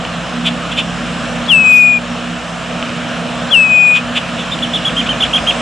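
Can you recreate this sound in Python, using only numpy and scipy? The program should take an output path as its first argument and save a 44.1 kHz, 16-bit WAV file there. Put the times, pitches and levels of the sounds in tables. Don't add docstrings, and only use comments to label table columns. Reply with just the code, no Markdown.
import sys
import numpy as np
from scipy import signal
from scipy.fft import rfft, irfft, next_fast_len
from scipy.io import wavfile
from scipy.ndimage import uniform_filter1d, map_coordinates

SR = 44100
rng = np.random.default_rng(int(sys.argv[2]) if len(sys.argv) > 2 else 0)


def waveform_to_disk(signal):
    frames = np.transpose(np.atleast_2d(signal))
    scaled = np.clip(frames, -1, 1) * 32767
    samples = np.round(scaled).astype(np.int16)
    wavfile.write(sys.argv[1], SR, samples)


N = 247401
TIME = np.arange(N) / SR


# t/s, length/s, opening push level/dB, swell level/dB,
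# swell crest after/s, brief dip after/s, release/s, end bend/Hz
WHISTLE_NOTES = [(1.476, .512, -2.3, -0.5, 0.29, 0.16, 0.01, -90),
                 (3.502, 0.513, -1.9, -3, 0.32, 0.184, 0.058, 75)]
def whistles():
    hz, strength = phrase(whistle_note, WHISTLE_NOTES)
    phase = cycle(hz + 4 * wobble(260) + 2 * wobble(40))
    tone = pan(amp(-.6 + .16 * wobble(150)) * np.sin(phase), left_db=7)
    second_db = along([(2460, -44), (2550, -34.5), (2800, -48)], hz) + 3.5 * wobble(40)
    second = amp(second_db) * np.sin(2 * phase + .9 * wobble(400))
    third_db = along([(2600, -22.8), (2800, -21), (3300, -30)], hz) + 2 * np.array([wobble(37), wobble(49)])
    side_phase = np.array([[2.2], [2.2 + np.pi / 2]])
    third = amp(third_db) * np.sin(3 * phase + side_phase + .25 * wobble(500) + .2 * wobble(60))
    air_colour = [(1500, -24), (3000, 16), (4500, -6), (7500, 0), (11000, -6), (12500, -16)]
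    air = amp(-31.5) * rush(air_colour, patchy_db=10)
    flick_hz, flick = phrase(flick_note, WHISTLE_NOTES)
    voice = strength * (tone + second + np.sqrt(strength) * third + strength * air)
    return voice + flick * np.sin(cycle(flick_hz))


def whistle_note(t, length, push_db, swell_db, crest_s, dip_s, release_s, bend_hz):
    held_hz, slide_hz, hook_hz = 2452, 350, 642
    fall = t - .013
    hook = np.where(fall < 0, bell(fall, .013), bell(fall, .027))
    slide = np.exp(-np.maximum(fall, 0) / .105)
    bend = np.exp(np.minimum(t - length, 0) / release_s)
    hz = held_hz + slide_hz * slide + hook_hz * hook + bend_hz * bend
    push = amp(push_db) * bell(t - .049, width=.15)
    swell = amp(swell_db) * bell(t - crest_s, width=.22)
    gate = ramp(t, .038) ** 1.2 * ramp(length - t, release_s)
    dip = amp(-4.5 * bell(t - dip_s, width=.012))
    return hz, gate * np.maximum(push, swell) * dip


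def flick_note(t, *_):
    lead_s, width_s, rise_hz_per_s = .012, .0059, 100000
    t = t + lead_s
    return 4000 + rise_hz_per_s * np.clip(t, -2 * width_s, 2 * width_s), amp(-26) * bell(t, width_s)


# t/s, length/s, level/dB, growth over the note/dB, top f/Hz, sag/Hz, sag after/s
CHIRP_NOTES = [(4.515, 0.038, -14, -1, 3815, 264, 0.015), (4.621, 0.043, -12.5, -7, 3474, 512, 0.025),
               (4.732, .048, -10, 1, 3560, 280, 0.021), (4.847, 0.053, -10.5, 0, 3364, 89, 0.026),
               (4.962, 0.059, -9.5, 3, 3213, 59.95, 0.03), (5.087, 0.046, -10.5, -6, 3187, 89.8, 0.025),
               (5.201, .055, -7.5, 5, 3440, 535, .029), (5.331, .053, -5.5, 2.5, 3315, 188.2, 0.023),
               (5.467, 0.049, -5, 4, 3230, 30.2, 0.023)]
def chatter():
    hz, strength = phrase(chirp_note, CHIRP_NOTES)
    breaking = sum(bell(TIME - s - length + .0012, .0094) for s, length, *_ in CHIRP_NOTES)
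    phase = cycle(hz + (62 + 120 * breaking) * wobble(900))
    rattle = 1 + .37 * np.minimum(breaking, 1) * np.sin(cycle(430 + 70 * wobble(90)))
    flutter = amp(-1.7 + 2 * np.sin(cycle(85 + 15 * wobble(30))) + .96 * wobble(200))
    second = amp(-26.5) * np.sin(2 * phase + wobble(1200))
    third_db = along([(2900, -32), (3300, -29.5), (3650, -32)], hz)
    partials = np.sin(phase) + second + amp(third_db) * np.sin(3 * phase + wobble(1200))
    voice = strength * flutter * (rattle * partials + amp(-30) * rasp(rate=3700, grain_db=6))
    closing = sum(amp(db) * bell(TIME - s - length - .004, .0096) for s, length, db, *_ in CHIRP_NOTES)
    return pan(voice + amp(-14.5) * closing * rasp(rate=1500, grain_db=-1), left_db=-.7)


def chirp_note(t, length, db, growth_db, top_hz, sag_hz, sag_s):
    scoop_hz, plunge_hz, plunge_s = 624, 923, .015
    off_top_db_per_khz, edge_s = -12, .00054
    off_top = scoop_hz * bell(np.maximum(t, 0), .005) + plunge_hz * ramp(t - length + plunge_s, plunge_s)
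    hz = top_hz - off_top - sag_hz * bell(t - sag_s, width=.0065)
    level_db = db + growth_db * (ramp(t, length) - .5) + off_top_db_per_khz * off_top / 1000
    return hz, amp(level_db) * ramp(t + edge_s, edge_s) * ramp(length + edge_s - t, edge_s)


# loudest t/s, level/dB, half length/s, centre f/Hz
CHEK_CALLS = [(0.472, -13, 0.017, 3350), (0.725, -21, .011, 3200), (.792, -13, 0.017, 2880),
              (3.966, -15, 0.017, 2860), (4.173, -13.5, 0.015, 3000), (4.4, -25.5, 0.025, 3020),
              (5.07, -22.5, 0.011, 3300)]
def cheks():
    snaps = rasp(rate=4700, grain_db=-1)
    swing = np.sqrt(np.abs(uniform_filter1d(snaps ** 2, size=110)) + .15)
    source = snaps / swing * (1 + .36 * np.sin(cycle(440 + 90 * wobble(200))))
    out = np.zeros(N)
    for s, db, half, centre_hz in CHEK_CALLS:
        swell = bell(TIME - s, half) + .18 * bell(TIME - s, 2 * half)
        burst = filtered(swell * source, lambda hz: 1 + amp(-4.5) * bell(hz - centre_hz, 450))
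        out += amp(db) * burst * np.linalg.norm(swell) / np.linalg.norm(burst)
    return pan(out, left_db=-.3)


# f/Hz, relative level/dB
THROAT_COLOUR = [(1200, -36), (2000, -14.5), (2500, 0.5), (2900, -3.5), (3500, 3.5), (4000, -18),
                 (4600, -20), (6000, -27), (7600, -19), (8800, -45), (10000, -27), (11300, -43),
                 (12200, -76)]
def rasp(rate, grain_db):
    snaps = (rng.random(N) < rate / SR) * rng.choice([-1, 1], N) * amp(grain_db * rng.standard_normal(N))
    return unit(filtered(snaps, lambda hz: amp(along(THROAT_COLOUR, hz))))


# t/s, level/dB
STALK_TICKS = [(0.051, -5.5), (2.827, -5), (2.894, -13), (4.59, -7)]
def stalk():
    t, out = np.arange(SR // 50) / SR, np.zeros(N)
    t60 = .0062
    for s, db in STALK_TICKS:
        ring = np.sin(2 * np.pi * 2950 * t) + .82 * rng.standard_normal(len(t))
        out[round(s * SR):][:len(t)] += amp(db - 60 * t / t60) * ring
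    return lowpass(out, hz=4200, steepness=6)


def marsh(x, t60):
    t = np.arange(SR // 2) / SR
    tail = rng.standard_normal((2, len(t))) * amp(-60 * t / t60) * (1 - np.exp(-t / .004))
    return signal.fftconvolve(x, tail / np.linalg.norm(tail[0]), axes=1)[:, :N]


# t/s, level/dB
THROB_LEVELS = [(0, -41.5), (1.3, -40.5), (1.8, -43), (4.7, -42), (5.25, -34.5), (5.61, -39)]
# f/Hz, level/dB, pitch wander/Hz, level wander/dB
ENGINE_TONES = [(109, -43.5, 0.34, 0.5), (136.7, -39.5, 0.73, 2), (310.4, -46.5, 4.5, 4.5)]
# t/s, level/dB
HIGH_DRONE_LEVELS = [(0.0, -31.5), (0.23, -38.5), (0.37, -21.5), (0.56, -23.5), (0.64, -42), (0.78, -29.5),
                     (1.19, -28.5), (1.34, -23), (1.51, -28), (2.28, -25), (2.59, -38), (2.72, -27),
                     (3.48, -27.5), (3.51, -40), (3.62, -25.5), (3.72, -40.5), (4.16, -21.5), (4.22, -36),
                     (4.33, -25), (4.58, -40), (4.62, -22), (4.84, -33), (4.94, -26), (5.5, -35),
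                     (5.61, -19.5)]
def engines():
    (throb_db,), (high_db,) = curves(THROB_LEVELS), curves(HIGH_DRONE_LEVELS)
    throb = amp(throb_db) * np.sin(cycle(53.8 + .15 * wobble(2.8)))
    tones = sum(amp(db + sway_db * wobble(5)) * np.sin(cycle(hz + wander * wobble(4)))
                for hz, db, wander, sway_db in ENGINE_TONES)
    beat_hz, recede_db_per_s = 5.2, -1.02
    phase = cycle(173.5 + .8 * wobble(5))
    pair = np.sin(phase) + amp(-10.5) * np.sin(phase - cycle(beat_hz + 1.515 * wobble(3)))
    low = amp(-27.5 + recede_db_per_s * TIME + .74 * wobble(3.97)) * pair
    high = amp(high_db + .94 * wobble(14)) * np.sin(cycle(239 + 1.09 * wobble(4.9)))
    return np.sqrt(2) * (throb + pan(tones + low + high, left_db=-2.5))


# t/s, rumble level/dB, wash level/dB
TRAFFIC_LEVELS = [(0, -29, -23.5), (.7, -29, -23.5), (1.3, -27, -22), (2, -30, -24), (2.5, -32, -24),
                  (2.9, -28.5, -23), (3.4, -28.5, -22.5), (4.1, -30, -23), (4.7, -28, -22),
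                  (5.3, -25.5, -21), (5.61, -27.5, -19.5)]
# f/Hz, relative level/dB
RUMBLE_COLOUR = [(20, -28.5), (42, -16), (54, -5), (68, -7.5), (84, -6.5), (118, -8.5), (160, 2.5),
                 (200, 0.5), (265, 0.5), (285, -5.5), (315, -4.5), (360, -13.5), (600, -58)]
WASH_COLOUR = [(200, -51), (340, -28), (351, -26), (370, -19.5), (469, -5.5), (600, -3), (654, -0.5),
               (704, -3), (863, -9.5), (1270, -5), (1810, -10), (2030, -14), (2440, -11), (2930, -9),
               (4400, -21.5), (5720, -55), (9680, -120)]
HISS_COLOUR = [(2590, -33.5), (4400, -18.5), (4780, 1.5), (5360, 3), (6430, -1.5), (7560, 0.5),
               (9560, -11.5), (11100, -21.5), (11800, -33), (15300, -65.5), (22000, -120)]
def traffic():
    rumble_db, wash_db = curves(TRAFFIC_LEVELS)
    rumble = pan(amp(rumble_db) * rush(RUMBLE_COLOUR, patchy_db=1), left_db=-1.5)
    wash = pan(amp(wash_db) * rush(WASH_COLOUR, patchy_db=1), left_db=-.9)
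    hiss = amp(wash_db - 15) * rush(HISS_COLOUR, patchy_db=1.3)
    return rumble + wash + hiss


# f/Hz, correlation
STEREO_LIKENESS = [(60, 0.49), (170, 0.9), (500, 0.87), (1430, 0.89), (4130, 0.9), (11900, 0.77)]
def rush(spectrum, patchy_db):
    bins = signal.stft(rng.standard_normal((2, N)), nperseg=512)[2]
    patches = uniform_filter1d(rng.standard_normal(bins.shape[1:]), size=6, axis=0)
    patches = uniform_filter1d(patches, size=20, axis=1)
    pair = signal.istft(bins * amp(patchy_db * unit(patches)), nperseg=512)[1][:, :N]

    def mid_side_gains(hz):
        angle = np.arccos(np.clip(along(STEREO_LIKENESS, hz), -1, 1)) / 2
        return amp(along(spectrum, hz)) * [np.cos(angle), np.sin(angle)]
    mid, side = filtered(pair, mid_side_gains)
    return unit(np.array([mid + side, mid - side]))


def phrase(note, rows):
    hz, strength = np.zeros(N), np.zeros(N)
    for k, (s, *shape) in enumerate(rows):
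        first = round((s - .03) * SR) if k else 0
        hz[first:], strength[first:] = note(TIME[first:] - s, *shape)
    return hz, strength


def amp(db):
    return 10 ** (np.asarray(db) / 20)


def unit(x):
    return x / np.sqrt(np.mean(x ** 2) + 1e-20)


def bell(t, width):
    return np.exp(-(t / width) ** 2)


def ramp(t, length):
    return np.clip(t / length, 0, 1)


def along(points, hz):
    f, v = np.transpose(points)
    return np.interp(np.log(hz + 1), np.log(f + 1), v)


def curves(rows):
    s, *cols = np.transpose(rows)
    return [np.interp(TIME, s, c) for c in cols]


def wobble(rate):
    return map_coordinates(rng.standard_normal(int(N * rate / SR) + 4), [TIME * rate], order=2)


def cycle(hz):
    return 2 * np.pi * np.cumsum(hz) / SR


def filtered(x, response):
    m = next_fast_len(x.shape[-1] + 8192)
    return irfft(rfft(x, m) * response(np.fft.rfftfreq(m, 1 / SR)), m)[..., :x.shape[-1]]


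def lowpass(x, hz, steepness):
    return filtered(x, lambda f: 1 / (1 + (f / hz) ** steepness))


def pan(x, left_db):
    return x * amp([[left_db / 2], [-left_db / 2]])


def scene():
    long_calls, short_sounds = whistles(), chatter() + cheks() + stalk()
    scatter = marsh(amp(-21) * long_calls + amp(-14.5) * short_sounds, t60=.11)
    return long_calls + short_sounds + scatter + engines() + traffic()


def record(dry):
    response_s, max_duck_db, knee_db, ceiling = .063, -3.3, -3.5, .94
    keep = np.exp(-1 / (response_s * SR))
    power = signal.lfilter([1 - keep], [1, -keep], np.max(dry ** 2, axis=0))
    ducked = dry * amp(max_duck_db * power ** 2 / (power ** 2 + amp(knee_db) ** 4))
    clipped = ducked / (1 + np.abs(ducked / ceiling) ** 24) ** (1 / 24)
    return lowpass(clipped, hz=12600, steepness=120)


dry = scene()
out = record(dry)
waveform_to_disk(out)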